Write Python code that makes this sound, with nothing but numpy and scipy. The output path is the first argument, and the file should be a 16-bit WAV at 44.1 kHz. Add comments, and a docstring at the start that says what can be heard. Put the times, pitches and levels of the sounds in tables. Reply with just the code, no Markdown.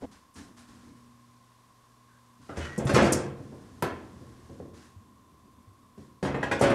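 """A wooden sliding door with frosted glass panes knocks and rattles as cats push at it in a hallway.
Each impact excites the frame's normal modes and sets the loose panes chattering; some ring out.
Friction in the track makes the runner grate and squeak, and claws skid on the floor by stick-slip.
Between the bouts come soft paw falls, fur brushing the wood and the hum of an appliance."""
import sys
import numpy as np
from scipy import signal
from scipy.fft import rfft, irfft
from scipy.io import wavfile
from scipy.ndimage import uniform_filter1d

SR = 44100
rng = np.random.default_rng(int(sys.argv[2]) if len(sys.argv) > 2 else 0)


def persist_wave(psi):
    """Save psi, clipped to +-1, as 16-bit WAV."""
    counts = np.round(np.clip(psi, -1, 1) * 32767).astype(np.int16)
    wavfile.write(sys.argv[1], SR, np.atleast_2d(counts).T)


N = 297322
T = np.arange(N) / SR
AGE = T[:SR]  # time since an onset [s]


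# normal modes of the wooden frame: (frequency [Hz], relative level [dB], t60 [s])
FRAME_MODES = [(81, -8.5, 0.88), (139, 1, 1), (211.7, -3, 0.8), (272.9, 1.5, 0.33), (312, 2, 0.84),
               (349.5, 0, 0.76), (381, -5.5, 0.67), (461.4, -2.5, 0.81), (509, 1, 0.85), (552.3, 3, 0.47),
               (590, 0, 0.5), (672, 2.5, 0.4), (743, 2, 0.42), (797, -14, 0.54), (904, -7, 0.86),
               (1021, 0.5, 0.92), (1093, 2.5, 0.72)]
def frame_modes():
    """Normal modes: each vibrates freely as a damped sinusoid."""
    return np.array([undb(db) * unit(np.cos(2 * np.pi * hz * AGE) * fade(t60))
                     for hz, db, t60 in FRAME_MODES])


# frequency response of the door: (frequency [Hz], gain [dB])
DOOR_RESPONSE = [(25, -38), (50, 11.5), (85, 22.5), (140, 20), (350, 18.5), (600, 12.5), (900, 7),
                 (1700, 4.5), (2500, -3.5), (3800, -9.5), (6500, -12), (9000, -17), (12000, -27.5),
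                 (15500, -46)]
def door_ring(modes, push_db=-5, buzz_db=-2, clink_db=-7, modes_db=-19, hall_db=1, size=4096):
    """Impulse response of one contact: push, glass buzzing in its groove, modes and reverberation."""
    buzz = rng.standard_normal(size) * rng.exponential(size=size)
    buzz *= (rise(0.0065) * fade(0.086))[:size]
    buzz = unit(signal.lfilter(*signal.butter(1, 300, "high", fs=SR), buzz))
    push = signal.lfilter(*signal.butter(1, 4000, fs=SR), bending_wave(size))
    direct = undb(push_db) * push + undb(buzz_db) * buzz + undb(clink_db) * clink(size)
    coupling = 1 + 0.49 * rng.standard_normal(len(modes))  # each contact point favours other modes
    ring = undb(modes_db) * coupling @ modes / np.sqrt(len(modes) / 2)
    ring += undb(hall_db) * signal.fftconvolve(direct, hallway())[:SR]
    ring[:size] += direct
    return colour(ring, DOOR_RESPONSE)


def bending_wave(size, delay_at_1khz_s=0.002219):
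    """Dispersion in a plate: wave speed goes with the root of frequency, so treble arrives first."""
    hz = np.fft.rfftfreq(size, 1 / SR)
    return irfft(np.exp(-4j * np.pi * delay_at_1khz_s * np.sqrt(1000 * hz)))


def clink(size, low_hz=800, high_hz=11000, count=30):
    """Edge damping: a pane held in wood rings briefly, at pitches set by where it touches."""
    place, share, phase = rng.random((count, 3)).T[..., None]
    hz = low_hz * (high_hz / low_hz) ** place
    tones = share * np.sqrt(hz) * np.sin(2 * np.pi * (hz * AGE[:size] + phase))
    return unit(tones.sum(0) * (rise(0.0031) * fade(0.05))[:size])


# door impacts: (time [s], gain [dB], relative pane clatter [dB], relative edge tick [dB])
IMPACTS = [(2.492, -10, -6.5, -10), (2.571, -6, -15, 2), (2.779, -1, -23, -5), (2.807, -4.5, -17, -28),
           (2.869, -2.5, -0.5, 5.5), (2.893, 2, -1, 2), (2.945, 5, 1, 9), (2.963, 8, 2.5, -2.5),
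           (2.984, -3, 5, -2), (3.020, 2.5, -11, 1), (3.038, 2.5, -9, 1), (3.055, -2, 1, 5),
           (3.069, -6.5, 2, -2), (3.123, -3.5, -6, 16), (3.8233, -2, 0, -2), (3.841, -7.5, 3, -3),
           (6.227, 0, -5.5, -2), (6.249, -0.5, -3, -3), (6.344, -2.5, -2.5, -11), (6.428, -2.5, 3, -1.5),
           (6.513, -0.5, 6, 3.5), (6.611, 7, -8.5, 1.5), (6.620, 2, -4.5, 1), (6.639, 3, -4, -10),
           (6.668, -10, -4, 6), (6.701, 1.5, -1.5, -4.5), (6.715, -3.5, 6, -24)]
def knocks(modes):
    """Energy partition: the more of a knock on track or frame enters the glass, the less wood thumps."""
    out = np.zeros(N)
    for s, db, pane_db, tick_db in IMPACTS:
        thump_db = -2.5 - 0.25 * pane_db
        contact = [(160, thump_db), (340, 0.0093), (650, 0.0074), (1700, pane_db), (2800, pane_db),
                   (5500, tick_db), (12000, tick_db - 0.5)]
        add(out, s, undb(db) * colour(door_ring(modes), contact))
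    return out


def shaking(base_db=-34.5, db_per_impact_db=1.44, wood_t60=0.6, glass_t60=0.54, glass_db=2):
    """Energy summation: each impact adds to the panes' tapping on wood and glass, which then decays."""
    wood, glass = np.zeros(N), np.zeros(N)
    for s, db, _, _ in IMPACTS:
        swell = undb(base_db + db_per_impact_db * db) * rise(0.0053)
        add(wood, s, (swell * fade(wood_t60)) ** 2)
        add(glass, s, (swell * fade(glass_t60)) ** 2)
    return np.sqrt(wood), undb(glass_db) * np.sqrt(glass)


def chatter(modes, taps_per_s=220, split_hz=800, panes=3):
    """Rattle across a clearance: loose panes tap at random, dull on wood and bright on glass."""
    tap_spectrum = [(100, 0.5), (230, -1.5), (400, -0.5), (700, 4), (1000, 0), (1600, -1),
                    (3000, 3), (6000, -10.5)]
    on_wood, on_glass = shaking()
    out = np.zeros(N)
    for _ in range(panes):
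        taps = clicks(taps_per_s / panes, spread_db=4.5)
        dull = signal.sosfiltfilt(signal.butter(2, split_hz, fs=SR, output="sos"), taps)
        ring = unit(colour(door_ring(modes), tap_spectrum))
        out += signal.fftconvolve(on_wood * dull + on_glass * (taps - dull), ring)[:N]
    return out / np.sqrt(panes)


# modes of each loose pane: (frequency [Hz], relative level [dB], t60 [s])
GLASS_MODES = {"large": [(412.4, 0.5, 0.23), (501, -1, 0.25), (631, -5, 0.24), (776, -4, .2),
               (1001, -2.5, 0.26), (1560, -9, .25), (1700, -5, .22), (2650, -15, 0.2)],
               "middle": [(1204, -9, 0.29), (1308, -0.5, 0.44), (1373, -4.5, 0.49), (1780, -2, 0.56),
               (1996, -10, 0.37), (2110, -9.5, 0.42), (2446, 0, .18), (4226, -10, 0.42)],
               "small": [(817, 2, 0.24), (974, 3, 0.09), (1060, 0.5, 0.14), (1647, 6, 0.085),
               (1698, -0.5, 0.14), (1900, 2, 0.1), (2000, -0.5, .08), (2560, -4, 0.13), (3200, -7, 0.065)]}
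# square hits of a pane on its groove: (time [s], pane, level [dB])
PANE_HITS = [(2.893, "middle", -39), (2.953, "middle", -28), (3.056, "middle", -49),
             (3.824, "large", -28.5), (6.227, "small", -41), (6.344, "small", -35), (6.430, "small", -23.5),
             (6.518, "small", -23), (6.701, "small", -44)]
def pings(detune=0.004, spread_db=1.5):
    """Free vibration: a struck pane rings in its own modes, which shift with its seat in the groove."""
    out = np.zeros(N)
    for s, pane, db in PANE_HITS:
        hz, mode_db, t60 = np.transpose(GLASS_MODES[pane])[..., None]
        hz = hz * (1 + detune * rng.standard_normal(hz.shape))
        amplitude = np.sqrt(2) * unit(undb(mode_db + spread_db * rng.standard_normal(hz.shape)))
        tones = amplitude * np.sin(2 * np.pi * (hz * AGE + rng.random(hz.shape))) * fade(t60)
        add(out, s, undb(db) * in_hall(tones.sum(0) * rise(0.00092), hall_db=-9))
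    return out


# sways of the shoved door: (time [s], frequency [Hz], level [dB])
SWAYS = [(2.575, 78.7, -26), (2.611, 78, -31.5), (2.777, 174, -31), (2.854, 134, -15.5), (2.938, 131, -12),
         (2.963, 490, -12), (3.020, 216, -15), (3.038, 332, -11), (3.825, 149, -25.5), (4.601, 492, -30),
         (4.962, 94.5, -38), (5.673, 98, -44), (6.228, 185, -19), (6.611, 518, -12.5), (6.612, 700, -13),
         (6.639, 490, -17), (6.701, 140, -23)]
def sways(attack_cycles=0.18, t60_at_100hz=0.18, low_cut_hz=48):
    """Damped oscillation: the wood sways for a few cycles; higher sways start and die sooner."""
    out = np.zeros(N)
    for s, hz, db in SWAYS:
        t60 = t60_at_100hz * (hz / 100) ** -0.96
        add(out, s, undb(db) * np.sin(2 * np.pi * hz * AGE) * fade(t60) * rise(attack_cycles / hz))
    # the slowest motion radiates no sound
    return signal.sosfilt(signal.butter(2, low_cut_hz, "high", fs=SR, output="sos"), out)


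def crack(s=3.8232, db=-1.5, buzz_db=-15):
    """Hard impact: the door's edge meets the frame in one broadband crack and buzzes briefly."""
    spectrum = [(200, -2), (450, 13), (900, 19), (1600, -5), (3500, -1), (4800, 0), (6500, -7),
                (12500, -1), (15500, -30)]
    envelope = rise(0.0018) * (fade(0.015) + undb(buzz_db) * fade(0.099))
    burst = colour(rng.standard_normal(SR) * envelope, spectrum)
    out = np.zeros(N)
    add(out, s, undb(db) * unit(in_hall(burst, hall_db=-5)))
    return out


# spectrum of grit under the runner: (frequency [Hz], gain [dB])
GRIT_SPECTRUM = [(100, 7), (500, -3), (1500, 15), (2500, 5), (4000, -1.5), (6500, -3.5), (9500, -11),
                 (15000, -35.5)]
def slide(db=-42):
    """Roughness noise: the runner grates over grit in the track and coasts to a stop."""
    grit = colour(clicks(per_s=700, spread_db=4), GRIT_SPECTRUM)
    travel = gesture(s=2.55, length_s=0.087, attack_s=0.032, t60=0.78)
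    return level(in_hall(grit, hall_db=0), db) * travel


# runner squeaks and the panel's low hollow tones: (time [s], duration [s], frequency [Hz], bandwidth [Hz],
# level [dB])
FRICTION_TONES = [(0.368, 0.17, 287, 76, -56.5), (0.819, .15, 305, 70, -61.5), (2.071, .14, 1565, 260, -70),
                  (2.485, 0.06, 1335, 170, -49), (2.619, 0.065, 2556, 30, -56),
                  (2.6, 0.095, 2980, 45, -53.5), (2.638, 0.16, 1914, 36, -49.5)]
def squeaks(steadiness=0.65):
    """Friction-driven resonance: rubbing in the track, or fur on the panel, sustains narrow, wavering tones."""
    out = np.zeros(N)
    for s, length_s, hz, width_hz, db in FRICTION_TONES:
        tone = resonance(rng.standard_normal(SR), hz, width_hz)
        envelope = np.abs(signal.hilbert(tone))
        tone = (tone / envelope ** steadiness)[-int(length_s * SR):]
        add(out, s, level(tone * signal.windows.tukey(len(tone), 0.4), db))
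    return out


# paw falls and soft bumps on wood: (time [s], gain [dB], corner frequency [Hz])
PAW_FALLS = [(0.888, -24.5, 327), (2.393, -21.5, 197), (3.399, -11.5, 330), (3.523, -14, 640),
             (3.640, -26, 348), (4.128, -17.5, 254), (4.206, -15, 390), (4.495, -15.5, 470),
             (4.601, -12.5, 550), (4.655, -18.5, 634), (5.32, -21.5, 193), (5.454, -25, 214),
             (5.976, -13, 274)]
def paws(modes):
    """Compliant contact: a soft pad acts as a low-pass filter and excites mainly the wood's low modes."""
    out = np.zeros(N)
    for s, db, corner_hz in PAW_FALLS:
        pad = signal.butter(2, corner_hz, fs=SR, output="sos")
        add(out, s, undb(db) * signal.sosfilt(pad, door_ring(modes)))
    return out


# spectrum of a claw's scratch: (frequency [Hz], gain [dB])
SCRATCH_SPECTRUM = [(1000, -34), (3800, -15), (5300, 6.5), (7500, 6), (9500, 8), (11500, 1), (15500, -16)]
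# skids on the floor: (time [s], energy level [dB], first pitch [Hz], last pitch [Hz])
CLAW_SKIDS = [(0.340, -32.5, 10000, 6500), (0.590, -37, 9500, 9200), (2.778, -15, 8500, 6500),
              (2.851, -21.5, 10000, 7850), (2.936, -15, 10500, 7000), (3.1227, 2.5, 9630, 6330),
              (6.594, -19.5, 6600, 6170), (6.611, -12, 9300, 8700), (6.63, -15, 9050, 6300),
              (6.655, -31, 9000, 8500), (6.700, -22.5, 8400, 9200)]
def claws(scratch_db=-4, slips=4, gap_s=0.0034):
    """Stick-slip: a claw skids in quick slips, usually falling in pitch, over a broad scratch."""
    out = np.zeros(N)
    for s, db, first_hz, last_hz in CLAW_SKIDS:
        skid = undb(scratch_db) * unit(colour(rng.standard_normal(SR) * fade(0.11), SCRATCH_SPECTRUM))
        for k, hz in enumerate(np.geomspace(first_hz, last_hz, slips)):
            slip = resonance(rng.standard_normal(SR) * fade(0.016), hz, width_hz=1700)
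            skid += np.roll(unit(slip), int(k * gap_s * SR)) / np.sqrt(slips)
        add(out, s, undb(db) * unit(in_hall(skid * rise(0.00051), hall_db=-7)))
    return out


# spectra of the fur's hiss and the panel's murmur: (frequency [Hz], gain [dB])
HISS_SPECTRUM = [(200, -23), (700, 5.5), (1300, 6.5), (1700, 8), (2300, 1), (3300, 0.5), (5700, 1),
                 (10000, -4.5), (15000, -30)]
MURMUR_SPECTRUM = [(30, -16), (90, 4), (140, -10.5), (200, 2.5), (260, 1), (330, -6.5), (500, -14.5),
                   (800, -20.5), (2000, -31), (6000, -73)]
# strokes along the door: (time [s], duration [s], hiss level [dB], murmur level [dB])
FUR_STROKES = [(0, 0.0064, -60.5, -51.5), (0.106, 0.03, -59, -97), (0.349, 0.038, -51, -48.5),
               (0.562, 0.031, -57, -73), (0.671, 0.23, -64.5, -58.5), (0.95, 3.6, -71, -75),
               (2.406, 0.19, -66.5, -73), (3.355, 1.33, -71, -53.5), (4.731, 0.13, -60.5, -62),
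               (4.994, 0.93, -84, -62.5), (5.964, 0.075, -66, -76)]
def fur(catch_db=-7, attack_s=0.019):
    """Friction noise: fur hisses along the door, hairs catch, and the panel murmurs a little longer."""
    rub, lean = np.zeros(N), np.zeros(N)
    for s, length_s, hiss_db, murmur_db in FUR_STROKES:
        rub += undb(hiss_db) * gesture(s, length_s, attack_s, t60=0.5)
        lean += undb(murmur_db) * gesture(s, length_s, attack_s, t60=0.87)
    friction = rng.standard_normal(N) + undb(catch_db) * clicks(per_s=900, spread_db=3)
    hiss = level(colour(friction, HISS_SPECTRUM), 0)
    murmur = level(colour(rng.standard_normal(N), MURMUR_SPECTRUM), 0)
    return hiss * rub + murmur * lean


def blip(s=0.019, length_s=0.0407, db=-37.5, decay_s=0.21):
    """Gated partials and noise: a short hollow blip swells and stops dead."""
    partials = [(265, 0.5), (495, 1), (780, -34)]  # (frequency [Hz], relative level [dB])
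    noise_spectrum = [(100, -4), (300, 6), (650, 2.5), (1400, -19), (6000, -33), (14000, -62)]
    age = AGE[:int(length_s * SR)]
    tone = sum(undb(partial_db) * np.sin(2 * np.pi * hz * age) for hz, partial_db in partials)
    noise = level(colour(rng.standard_normal(len(age)), noise_spectrum), 0)
    envelope = signal.windows.tukey(len(age), 0.3) * np.exp(-age / decay_s)
    out = np.zeros(N)
    add(out, s, level((tone + noise) * envelope, db))
    return out


# mains hum and a faint whine: (frequency [Hz], list of (time [s], level [dB]))
HUM_TONES = [(120, [(.3, -74), (.6, -66), (1.0, -61.5), (1.6, -67), (2.3, -65.5), (4.4, -58), (5.0, -70)]),
             (240.5, [(.3, -80), (.58, -57.5), (1.1, -59), (1.7, -75.5), (2.3, -65.5), (5.0, -70.5)]),
             (3537, [(0, -86.5)])]
# spectrum of the room air: (frequency [Hz], gain [dB])
AIR_SPECTRUM = [(25, -13), (70, -4), (150, -6), (260, -6.5), (350, -9), (780, -13), (1300, -15.5),
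                (2200, -20.5), (8800, -24), (12800, -27), (15500, -39)]
def appliance(whirr_db=-64.5, air_db=-66):
    """Tonal and narrow-band noise: a wavering mains hum and a fan's whirr over broadband room air."""
    hum = np.zeros(N)
    for hz, levels in HUM_TONES:
        gain = undb(np.interp(T, *np.transpose(levels)))
        hum += gain * level(np.sin(2 * np.pi * (hz * T + rng.random())), 0)
    whirr = resonance(rng.standard_normal(N), hz=1058, width_hz=108)
    whirr /= np.sqrt(uniform_filter1d(whirr ** 2, size=4096))  # flutters fast but never fades away
    air = colour(rng.standard_normal(N), AIR_SPECTRUM)
    return hum + level(whirr, whirr_db) + level(air, air_db)


# reverberation time of the hallway: (frequency [Hz], t60 [s])
HALL_DECAY = [(60, 1), (150, 0.99), (400, 0.64), (1000, 0.54), (2500, 0.45), (6000, 0.3), (14000, 0.087)]
def hallway():
    """Diffuse reverberation: dense reflections decay in wide bands, the treble first."""
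    spectrum, hz = rfft(rng.standard_normal(SR)), np.fft.rfftfreq(SR, 1 / SR)
    centres, t60 = np.transpose(HALL_DECAY)
    shares = np.array([np.interp(hz, centres, band) for band in np.eye(len(centres))])
    t60 = t60[:, None]
    decays = fade(t60) * np.sqrt(2 * np.log(1000) / (SR * t60))  # envelopes of equal energy
    return (irfft(spectrum * shares) * decays).sum(0) * rise(0.0016)


def in_hall(x, hall_db):
    """Convolution: the direct sound plus the hallway's reverberation."""
    return x + undb(hall_db) * signal.fftconvolve(x, hallway())[:len(x)]


def undb(db):
    """Decibels to amplitude ratio."""
    return 10 ** (np.asarray(db) / 20)


def level(x, db):
    """Normalisation to an rms level."""
    return x * undb(db) / np.sqrt(np.mean(x ** 2))


def unit(x):
    """Normalisation to unit energy."""
    return x / np.sqrt(np.sum(x ** 2))


def rise(time_constant_s):
    """Exponential build-up."""
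    return 1 - np.exp(-AGE / time_constant_s)


def fade(t60):
    """Exponential decay by 60 dB in t60 seconds."""
    return np.exp(-np.log(1000) * AGE / t60)


def gesture(s, length_s, attack_s, t60):
    """Envelope of a driven sound: attack, hold, free decay."""
    attack = np.sin(np.pi / 2 * np.clip((T - s) / attack_s, 0, 1)) ** 2
    return attack * np.exp(-np.log(1000) * np.maximum(T - s - length_s, 0) / t60)


def clicks(per_s, spread_db):
    """Poisson process: tiny contacts of uneven size, at unit rms."""
    impulses = (rng.random(N) < per_s / SR) * rng.choice([-1, 1], N)
    return level(impulses * undb(spread_db * rng.standard_normal(N)), 0)


def colour(x, points, size=4096):
    """Minimum-phase filter through (frequency [Hz], gain [dB]) points."""
    hz, db = np.transpose(points)
    log_hz = np.log(np.maximum(np.fft.rfftfreq(size, 1 / SR), 1))
    cepstrum = irfft(np.log(undb(np.interp(log_hz, np.log(hz), db))))
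    cepstrum[1:size // 2] *= 2
    cepstrum[size // 2 + 1:] = 0
    return signal.fftconvolve(x, irfft(np.exp(rfft(cepstrum))))[:len(x)]


def resonance(x, hz, width_hz):
    """Two equal resonators in cascade: a steep band-pass."""
    b, a = signal.iirpeak(hz, hz / width_hz, fs=SR)
    return signal.lfilter(b, a, signal.lfilter(b, a, x))


def add(out, s, x):
    """Superposition of a sound starting at s seconds."""
    i = max(int(s * SR), 0)
    out[i:i + len(x)] += x[:max(N - i, 0)]


def scene():
    """Superposition: door, cats and room sum at one point."""
    modes = frame_modes()
    door = knocks(modes) + pings() + sways() + crack() + chatter(modes) + slide() + squeaks()
    return (door + paws(modes) + claws() + fur() + blip() + appliance())[None]


def record(dry, top_hz=15700):
    """Band limiting: a steep low-pass removes the highest treble."""
    return signal.sosfilt(signal.ellip(10, 0.2, 80, top_hz, fs=SR, output="sos"), dry)


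dry = scene()
out = record(dry)
persist_wave(out)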